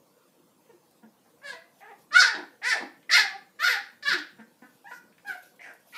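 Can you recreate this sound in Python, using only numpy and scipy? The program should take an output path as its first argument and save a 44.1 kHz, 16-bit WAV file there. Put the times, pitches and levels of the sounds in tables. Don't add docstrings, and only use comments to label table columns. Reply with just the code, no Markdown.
import sys
import numpy as np
from scipy import signal
from scipy.io import wavfile
from scipy.ndimage import uniform_filter1d

SR = 44100
rng = np.random.default_rng(int(sys.argv[2]) if len(sys.argv) > 2 else 0)


def log_audio(samples):
    frames = np.atleast_2d(samples).T
    limited = np.clip(frames, -1, 1)
    pcm = np.round(limited * 32767).astype(np.int16)
    wavfile.write(sys.argv[1], SR, pcm)


def natural_amplitude(level_db):
    exponent = np.asarray(level_db, float) / 20
    return 10 ** exponent


N = 263409


def evened(x):
    return x / np.sqrt(np.mean(x ** 2) + 1e-20)


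def smooth_twice(x, size):
    return uniform_filter1d(uniform_filter1d(x, size=size), size=size)


def read(points, hz):
    f, value = np.transpose(points)
    return np.interp(np.log(hz + 1), np.log(f + 1), value)


def add(mix, s, sound):
    part = mix[round(s * SR):][:len(sound)]
    part += sound[:len(part)]


def resonate(x, hz, width):
    turn = np.exp(2j * np.pi * np.cumsum(hz * np.ones(len(x))) / SR)
    r = np.exp(-np.pi * width / SR)
    return 2 * (turn * signal.lfilter([1 - r], [1, -r], x / turn + 1e-18)).real


def steep(x, hz, width):
    return resonate(resonate(x, hz, width), hz, width)


def coloured(points, patchy_db, swell_db):
    frames, hz = N // 256 + 5, np.fft.rfftfreq(1024, 1 / SR)
    a, b, patches = rng.standard_normal((frames, 513, 3)).T
    patches = uniform_filter1d(patches, size=6, axis=0)
    patches = evened(uniform_filter1d(patches, size=10, axis=1))
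    swell = evened(uniform_filter1d(rng.standard_normal(frames), size=12))
    shape = np.where(hz < points[-1][0], read(points, hz), -120)[:, None]
    z = (a + 1j * b) * natural_amplitude(shape + patchy_db * patches + swell_db * swell)
    return evened(signal.istft(z, nperseg=1024, noverlap=768)[1][:N])


def room_hum():
    # (frequency [Hz], density [dB per Hz])
    hum_colour = [(15, -82.5), (25, -44.5), (80, -29), (174, -2.5), (359, -3), (389, -20), (470, -2),
                  (763, -12.5), (999, -10), (1760, -21.5), (15600, -24.5)]
    return natural_amplitude(-63.5) * coloured(hum_colour, patchy_db=3.0, swell_db=.5)


def larynx(t, hz, rough):
    wobble, shimmer, noise = rng.standard_normal((3, SR // 2))
    wobble = evened(uniform_filter1d(wobble, size=120))[:len(t)]
    shimmer = evened(smooth_twice(shimmer, 150))[:len(t)]
    turns = np.cumsum(uniform_filter1d(hz, size=200) * (1 + (.01 + .11 * rough) * wobble)) / SR
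    k = np.arange(1, 30)[:, None]
    spread = rng.random(k.shape) * np.clip(k / 8, 0, 1)
    harmonics = np.cos(2 * np.pi * (k * turns + spread)) * (k * hz < 7500)
    folds = evened(harmonics.sum(axis=0))
    puffs = evened((.5 + np.exp(-(turns % 1) / .3)) * noise[:len(t)])
    uneven = natural_amplitude(3 * rough * np.clip(shimmer, -1.5, 1.5))
    drive = uneven * ((1 - rough) * folds + rough * puffs)
    airy = uneven * ((1 - rough) * folds + (1.2 * rough + .12) * puffs)
    return drive, airy, puffs


def chest_tone(drive, rough, chest_hz):
    shut = np.clip((480 - chest_hz) / 150, 0, 1)
    nasal = (0.45 + 1.4 * rough) * steep(drive, 790, 330)
    low = 2.1 * steep(drive, chest_hz, 150) + nasal
    return evened((1 - shut) * steep(drive, chest_hz, 370) + shut * low)


def bright_tone(airy, puffs, hiss_db, whistle_db, short):
    # (centre [Hz], width [Hz], level [dB])
    throat_bands = [(2824, 320, -0.5), (3790, 2100, 10.5), (4580, 2170, 13.5), (5724, 1380, 2)]
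    # (centre [Hz], width [Hz], level [dB])
    teeth_bands = [(7200, 3700, 11), (8490, 2000, -6), (10150, 660, 3)]
    flutter = evened(smooth_twice(rng.standard_normal((4, SR // 2)), 900))[:, :len(airy)]
    throat = np.zeros(len(airy))
    for n, (f, width, db) in enumerate(throat_bands):
        throat += (-1) ** n * natural_amplitude(db + 3.3 * flutter[n]) * steep(airy, f * short, width)
    teeth = evened(sum(natural_amplitude(db) * steep(puffs, f, width) for f, width, db in teeth_bands))
    whistle = evened(steep(steep(puffs, 12200, 2600), 12200, 2600))
    return evened(throat) + natural_amplitude(hiss_db) * teeth + natural_amplitude(whistle_db) * whistle


def voice(rows, hiss_db, whistle_db, short):
    # (time [s], roughness [0 clear whistle to 1 growl]); a breathy puff opens the loud yelps
    roughness = [(.69, .08), (1, .15), (1.3, .35), (1.41, .4), (1.43, .12), (1.7, .15), (1.8, .6),
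                 (1.85, .2), (1.9, .18), (1.96, .25), (2.105, .6), (2.125, .06), (2.21, .08), (2.225, .3),
                 (2.33, .3), (2.35, .85), (2.45, .85), (2.615, .5), (2.64, .13), (2.72, .13), (2.75, .75),
                 (2.8, .75), (2.83, .7), (2.89, .7), (3.09, .9), (3.105, .8), (3.115, .2), (3.16, .3),
                 (3.24, .35), (3.26, .08), (3.39, .08), (3.585, .7), (3.6, .12), (3.675, .12), (3.69, .3),
                 (3.78, .2), (3.87, .15), (4.022, .7), (4.035, .04), (4.095, .05), (4.125, .18), (4.15, .6),
                 (4.23, .65), (4.38, .2), (4.7, .15), (4.84, .05), (4.9, .05), (4.92, .2), (4.99, .3),
                 (5.24, .4), (5.26, .15), (5.33, .3), (5.43, .3), (5.59, .9), (5.76, .9), (5.92, .5),
                 (5.95, .3)]
    # (time [s], centre [Hz])
    chest_curve = [(.7, 520), (.75, 347), (1.05, 220), (1.27, 298), (1.42, 790), (1.6, 696), (1.85, 740),
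                   (1.93, 614), (2.2, 670), (2.24, 860), (2.33, 890), (2.35, 320), (2.45, 320), (2.62, 863),
                   (2.73, 810), (2.79, 630), (2.81, 300), (2.89, 290), (3.1, 722), (3.17, 947), (3.26, 714),
                   (3.67, 715), (3.7, 666), (3.74, 797), (4.09, 600), (4.12, 730), (4.14, 320), (4.4, 236),
                   (4.7, 250), (4.84, 850), (4.95, 884), (5.3, 760), (5.76, 696), (5.92, 1305)]
    s, *columns = np.transpose(rows)
    t = np.arange(s[0], s[-1], 1 / SR)
    mouth_db, hz, mouth_hz, chest_db, bright_db = (np.interp(t, s, c) for c in columns)
    rough = np.interp(t, *np.transpose(roughness))
    chest_hz = np.interp(t, *np.transpose(chest_curve))
    drive, airy, puffs = larynx(t, hz, rough)
    chest = chest_tone(drive, rough, chest_hz)
    mouth = resonate(steep(drive, mouth_hz, 700), mouth_hz, 1500)
    mouth = evened(mouth + 0.099 * steep(drive, 2130, 720))
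    bright = bright_tone(airy, puffs, hiss_db, whistle_db, short)
    opening = np.clip((t - s[0]) / .022, 0, 1)
    sound = mouth + natural_amplitude(chest_db) * chest + natural_amplitude(bright_db) * bright * opening
    edge = np.clip(np.minimum((t - s[0]) / 0.003, (s[-1] - t) / .012), 0, 1)
    return s[0], natural_amplitude(mouth_db) * sound * np.sin(np.pi / 2 * edge) ** 2


def puppies():
    # (time [s], mouth level [dB], pitch [Hz], mouth resonance [Hz],
    # chest level [dB re mouth], bright level [dB re mouth])
    early = [
        [(.69, -70.5, 474, 1470, 22, -16), (.712, -61.5, 456, 1480, 11, -25), (.727, -82, 450, 1480, 0, -12),
         (.734, -77.5, 360, 1600, 23, -14), (.77, -80, 348, 1600, 9, -9)],
        [(1.022, -74, 232, 1540, 12, -14), (1.035, -60, 241.7, 1420, 15, -23),
         (1.055, -78, 213.5, 1510, 20, -17), (1.085, -82, 217, 1550, 25, -8)],
        [(1.24, -76, 259, 1580, -7, -10), (1.262, -71, 256, 1570, 11, -10), (1.3, -90, 252, 1580, 13, -5)],
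        [(1.415, -57, 515, 1630, -4, -33), (1.44, -49, 571.4, 1650, 0.5, -10),
         (1.48, -34, 549.7, 1600, -13, -9), (1.51, -53.5, 521.5, 1550, 4, 7.5),
         (1.535, -43.5, 494.5, 1670, -2, -12), (1.575, -63, 484, 1910, -2, -8)],
        [(1.535, -61, 668, 1870, 4, -15), (1.57, -51, 661, 1900, -0.5, -26), (1.63, -74.5, 668, 1970, 11, -15),
         (1.69, -69, 672, 1950, 6, -16)],
        [(1.805, -56, 402.6, 2010, 1.5, -20), (1.833, -50, 406.5, 1730, 1, -24),
         (1.87, -54, 438, 1390, 1, -18.5), (1.903, -55, 459.5, 1860, 6, -26.5),
         (1.915, -57.5, 402, 1890, 15, -23.5), (1.955, -72.5, 388, 1840, 6.5, -15.5)],
        [(2.107, -43.5, 567, 1550, -16, -18.5), (2.13, -35, 595, 1390, -25, -7),
         (2.15, -19, 678.6, 1560, -34.5, -8), (2.168, -12, 757, 1563, -31.5, -7.5),
         (2.19, -16, 745.4, 1587, -31.5, -4.5), (2.214, -22, 717.3, 1420, -40, 1.5),
         (2.228, -16, 518, 1550, -11.5, -8.5), (2.26, -31.5, 459, 1710, -6.5, 2.5),
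         (2.3, -28.5, 437, 1620, -10, -18), (2.335, -43, 430.5, 1530, 5, -33),
         (2.35, -38.5, 306.6, 1600, 0, -4), (2.41, -49.5, 298.4, 1534, 6.5, -16.5),
         (2.45, -66, 283, 1575, 8.5, -11)],
        [(2.615, -46.5, 386, 1780, 2, -23), (2.635, -34.5, 412.6, 1740, -13.5, -13),
         (2.66, -26.5, 474.5, 1890, -14.5, -5), (2.682, -26.5, 511, 1760, -8, -3.5),
         (2.705, -27, 480, 1850, -21, 0), (2.735, -21.5, 435.3, 1700, -12.5, -13.5),
         (2.755, -52, 431, 1770, 18.5, -13), (2.77, -34, 302, 1710, 5, -5), (2.79, -52.5, 261.9, 1800, 12, -1),
         (2.84, -54.5, 272.2, 1740, 15, -4.5), (2.89, -104.5, 270, 1800, 1, -11)],
    ]
    # ([s], [dB], [Hz], [Hz], [dB], [dB])
    late = [
        [(3.092, -28, 566, 1936, -12.5, -6), (3.112, -24, 576.6, 1710, -30, -4.5),
         (3.135, -18, 668.2, 1806, -35, -6), (3.155, -11, 759.5, 1856, -22, -7),
         (3.168, -17.5, 489.4, 1870, -17.5, -2), (3.19, -19, 436.8, 1700, -8, -2),
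         (3.22, -29, 417.4, 1730, -18, -6), (3.255, -37, 392, 1740, 2, -11.5),
         (3.275, -53.5, 381.7, 1680, 1.5, 2), (3.325, -63, 388, 1670, 22.5, -6),
         (3.365, -51, 405.5, 1670, 7, -19), (3.388, -79, 409, 1814, 1, -5)],
        [(3.587, -41, 587.8, 1610, -35, -0.5), (3.615, -27, 617.2, 1536, -53.5, -11),
         (3.638, -19, 706, 1570, -41, -7), (3.657, -22, 737.8, 1620, -18, -7),
         (3.676, -16, 734.7, 1600, -47, -10), (3.688, -22.5, 513.4, 1770, -12.5, -7),
         (3.715, -25.5, 479.2, 1780, -14.5, -1.5), (3.76, -32.5, 400.6, 1670, -6.5, -9.5),
         (3.82, -62.5, 395.6, 1770, 9.5, -2), (3.87, -67, 395, 1780, -7.5, 3)],
        [(4.024, -39, 584.7, 1740, -11, 9), (4.045, -46, 593.6, 1604, -16, 0),
         (4.062, -25.5, 551.9, 1490, -32, -10.5), (4.088, -27, 589.2, 1630, -24, -2),
         (4.105, -27, 508.6, 1650, -35, -5.5), (4.118, -26.5, 480, 1550, -18, -6.5),
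         (4.135, -24, 392, 1600, -15, -2), (4.16, -38.5, 316, 1640, -4.5, -17), (4.19, -51, 307, 1650, 4, 13),
         (4.225, -75, 298, 1700, -2, -13)],
        [(4.382, -63.5, 240.6, 1612, 11.5, -26), (4.4, -50, 226, 1594, 8, -22),
         (4.42, -57.5, 225.2, 1550, -3, -21), (4.445, -74, 228, 1600, 13, -26.5)],
        [(4.618, -58.5, 247.4, 1595, 19.5, -18), (4.645, -52.5, 255.2, 1450, 2.5, -35),
         (4.69, -69.5, 246.4, 1476, 4.5, -11.5)],
        [(4.842, -65, 793, 1660, 16, -18), (4.86, -48.5, 821, 1706, -1.5, -33),
         (4.876, -46.5, 929, 1688, -7, -27), (4.905, -57, 991, 1804, 4.5, -7),
         (4.915, -40, 482.5, 1510, 1.5, -25), (4.945, -48.5, 501.3, 1440, -11, -14),
         (4.99, -53, 468, 1460, -3, -14)],
        [(5.245, -55.5, 790, 1705, 2.5, -36), (5.28, -39.5, 836, 1600, -8, -11),
         (5.305, -32.5, 742, 1525, -10.5, -27), (5.325, -41, 695.5, 1620, -18, -12.5),
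         (5.36, -48, 731, 1550, 8.5, -25), (5.4, -71, 725, 1530, -1.5, -23), (5.43, -74, 723, 1520, 10, 6)],
        [(5.592, -51, 720, 1950, -14, -22), (5.615, -49, 720, 2100, -12, -20),
         (5.645, -45, 705, 1950, -11, -19), (5.7, -48, 720, 1560, -2, -22), (5.725, -60, 720, 1550, 3, -14),
         (5.76, -70, 706, 1600, 2, -14)],
        [(5.924, -51, 488.6, 1980, -12, -10), (5.945, -47, 464, 2200, -1, -5.5),
         (5.99, -37, 473, 2280, -2, -7.5)],
    ]
    # (hiss near 8 kHz [dB re bright], hiss near 12 kHz [dB re bright], throat shortness [factor])
    breath = [(-20, -30, .98), (-20, -30, .98), (-20, -30, .98), (-10.5, -36, 0.87), (-17, -27, 0.77),
              (-13.5, -25, 0.35), (-17.5, -46.5, 1), (-11.5, -41.5, 1.03), (-17, -26, 0.99),
              (-16, -17.5, 1.005), (-18, -27, .95), (-17.5, -25.5, 1.01), (-13.5, -26, .98), (-1, -2, 1.2),
              (-9, -14.5, 0.92), (-2.5, -15, 1.21), (-21, -18, 0.87)]
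    out = np.zeros(N)
    for rows, hiss in zip(early + late, breath):
        add(out, *voice(rows, *hiss))
    return out


def knocks(events):
    out, t = np.zeros(N), np.arange(2600) / SR
    for s, db, hz in events:
        burst = rng.standard_normal(len(t)) * np.exp(-t / (0.0026 + 4.9 / hz))
        burst = resonate(resonate(burst, hz, 0.52 * hz), hz, 1.0 * hz)
        add(out, s, natural_amplitude(db) * burst / abs(burst).max())
    return out


def claws():
    # (time [s], peak [dB], centre [Hz])
    ticks = [
        (3.0285, -50, 2213),
        (5.1253, -53, 2118),
        (5.1806, -47, 2116),
        (0.9094, -52, 13100),
        (5.4301, -46, 13020),
        (5.5628, -55, 11700),
        (5.7364, -46.5, 12360),
    ]
    return knocks(ticks)


def bodies():
    # (time [s], peak [dB], centre [Hz])
    bumps = [
        (1.029, -54, 200),
        (3.19, -47, 210),
        (4.081, -42.5, 178),
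        (4.314, -64, 170),
        (5.289, -48, 270),
    ]
    return knocks(bumps)


def bedding():
    # (time [s], level [dB])
    rustles = [
        [(1.68, -89), (1.746, -70), (1.778, -75), (1.794, -65), (1.82, -68)],
        [(1.98, -73), (2.022, -64), (2.056, -72), (2.07, -73)],
        [(4.55, -82), (4.624, -73.5), (4.654, -72), (4.824, -74), (4.83, -84), (4.85, -66.5)],
        [(5.25, -78), (5.284, -52.5), (5.422, -67.5), (5.43, -57.5), (5.556, -73), (5.56, -66), (5.6, -74)],
        [(5.8, -70.5), (5.834, -79), (5.888, -62.5), (5.954, -65), (5.972, -57)],
    ]
    # (frequency [Hz], density [dB per Hz])
    paper = [(1470, -34), (2500, 0), (6710, -3), (7240, -4.5), (8120, -8.5), (11600, 3), (15600, -8.5)]
    t, level = np.arange(N) / SR, np.zeros(N)
    for rows in rustles:
        s, db = np.transpose(rows)
        level += natural_amplitude(np.interp(t, s, db, left=-120, right=-120))
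    return uniform_filter1d(level, size=300) * natural_amplitude(-0.5) * coloured(paper, patchy_db=3.5, swell_db=2.5)


def room(x):
    # (frequency [Hz], time to fall 60 dB [s])
    decay = [(250, .38), (700, .32), (1700, .39), (4500, .34), (10000, .24)]
    # (delay [s], gain [factor])
    walls = [(.0021, 0.079), (.0037, -0.27), (.0062, 0.16), (.0095, -0.23), (.014, .25), (.019, 0.25)]
    taps = np.zeros(SR)
    at = np.arange(300, SR - 20, 20)
    taps[at + rng.integers(0, 20, len(at))] = rng.choice([-1., 1.], len(at))
    hz, t, z = signal.stft(taps, SR, nperseg=256)
    tail = signal.istft(z * natural_amplitude(-60 * t / read(decay, hz)[:, None]), SR, nperseg=256)[1]
    tail = natural_amplitude(-5) * tail / np.linalg.norm(tail)
    tail[0] += 1
    for delay, gain in walls:
        tail[round(delay * SR)] += gain
    return signal.fftconvolve(x, tail / np.linalg.norm(tail))[:N]


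def scene():
    near = puppies() + claws() + bodies()
    near = signal.sosfilt(signal.butter(4, 170, "high", fs=SR, output="sos"), near)
    near = signal.sosfilt(signal.butter(8, 13300, "low", fs=SR, output="sos"), near)
    return (room(near) + bedding() + room_hum())[None]


def roll_off(x):
    return signal.sosfilt(signal.butter(12, 15710, fs=SR, output="sos"), x)


def record(dry):
    hz, _, z = signal.stft(dry[0], SR, nperseg=2048, noverlap=1024)
    bands = z[:1024].reshape(64, 16, -1)
    level_db = 10 * np.log10((abs(bands) ** 2).mean(axis=1) + 1e-20)
    limit_db = level_db.max(axis=0) - 50.5 + 3.0 * rng.standard_normal(level_db.shape)
    keep = (level_db > limit_db) | (hz[:1024:16, None] < 6000)
    kept = np.vstack([(bands * keep[:, None]).reshape(1024, -1), z[1024:]])
    mix = signal.istft(kept, SR, nperseg=2048, noverlap=1024)[1][None, :N]
    return roll_off(mix)


dry = scene()
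out = record(dry)
log_audio(out)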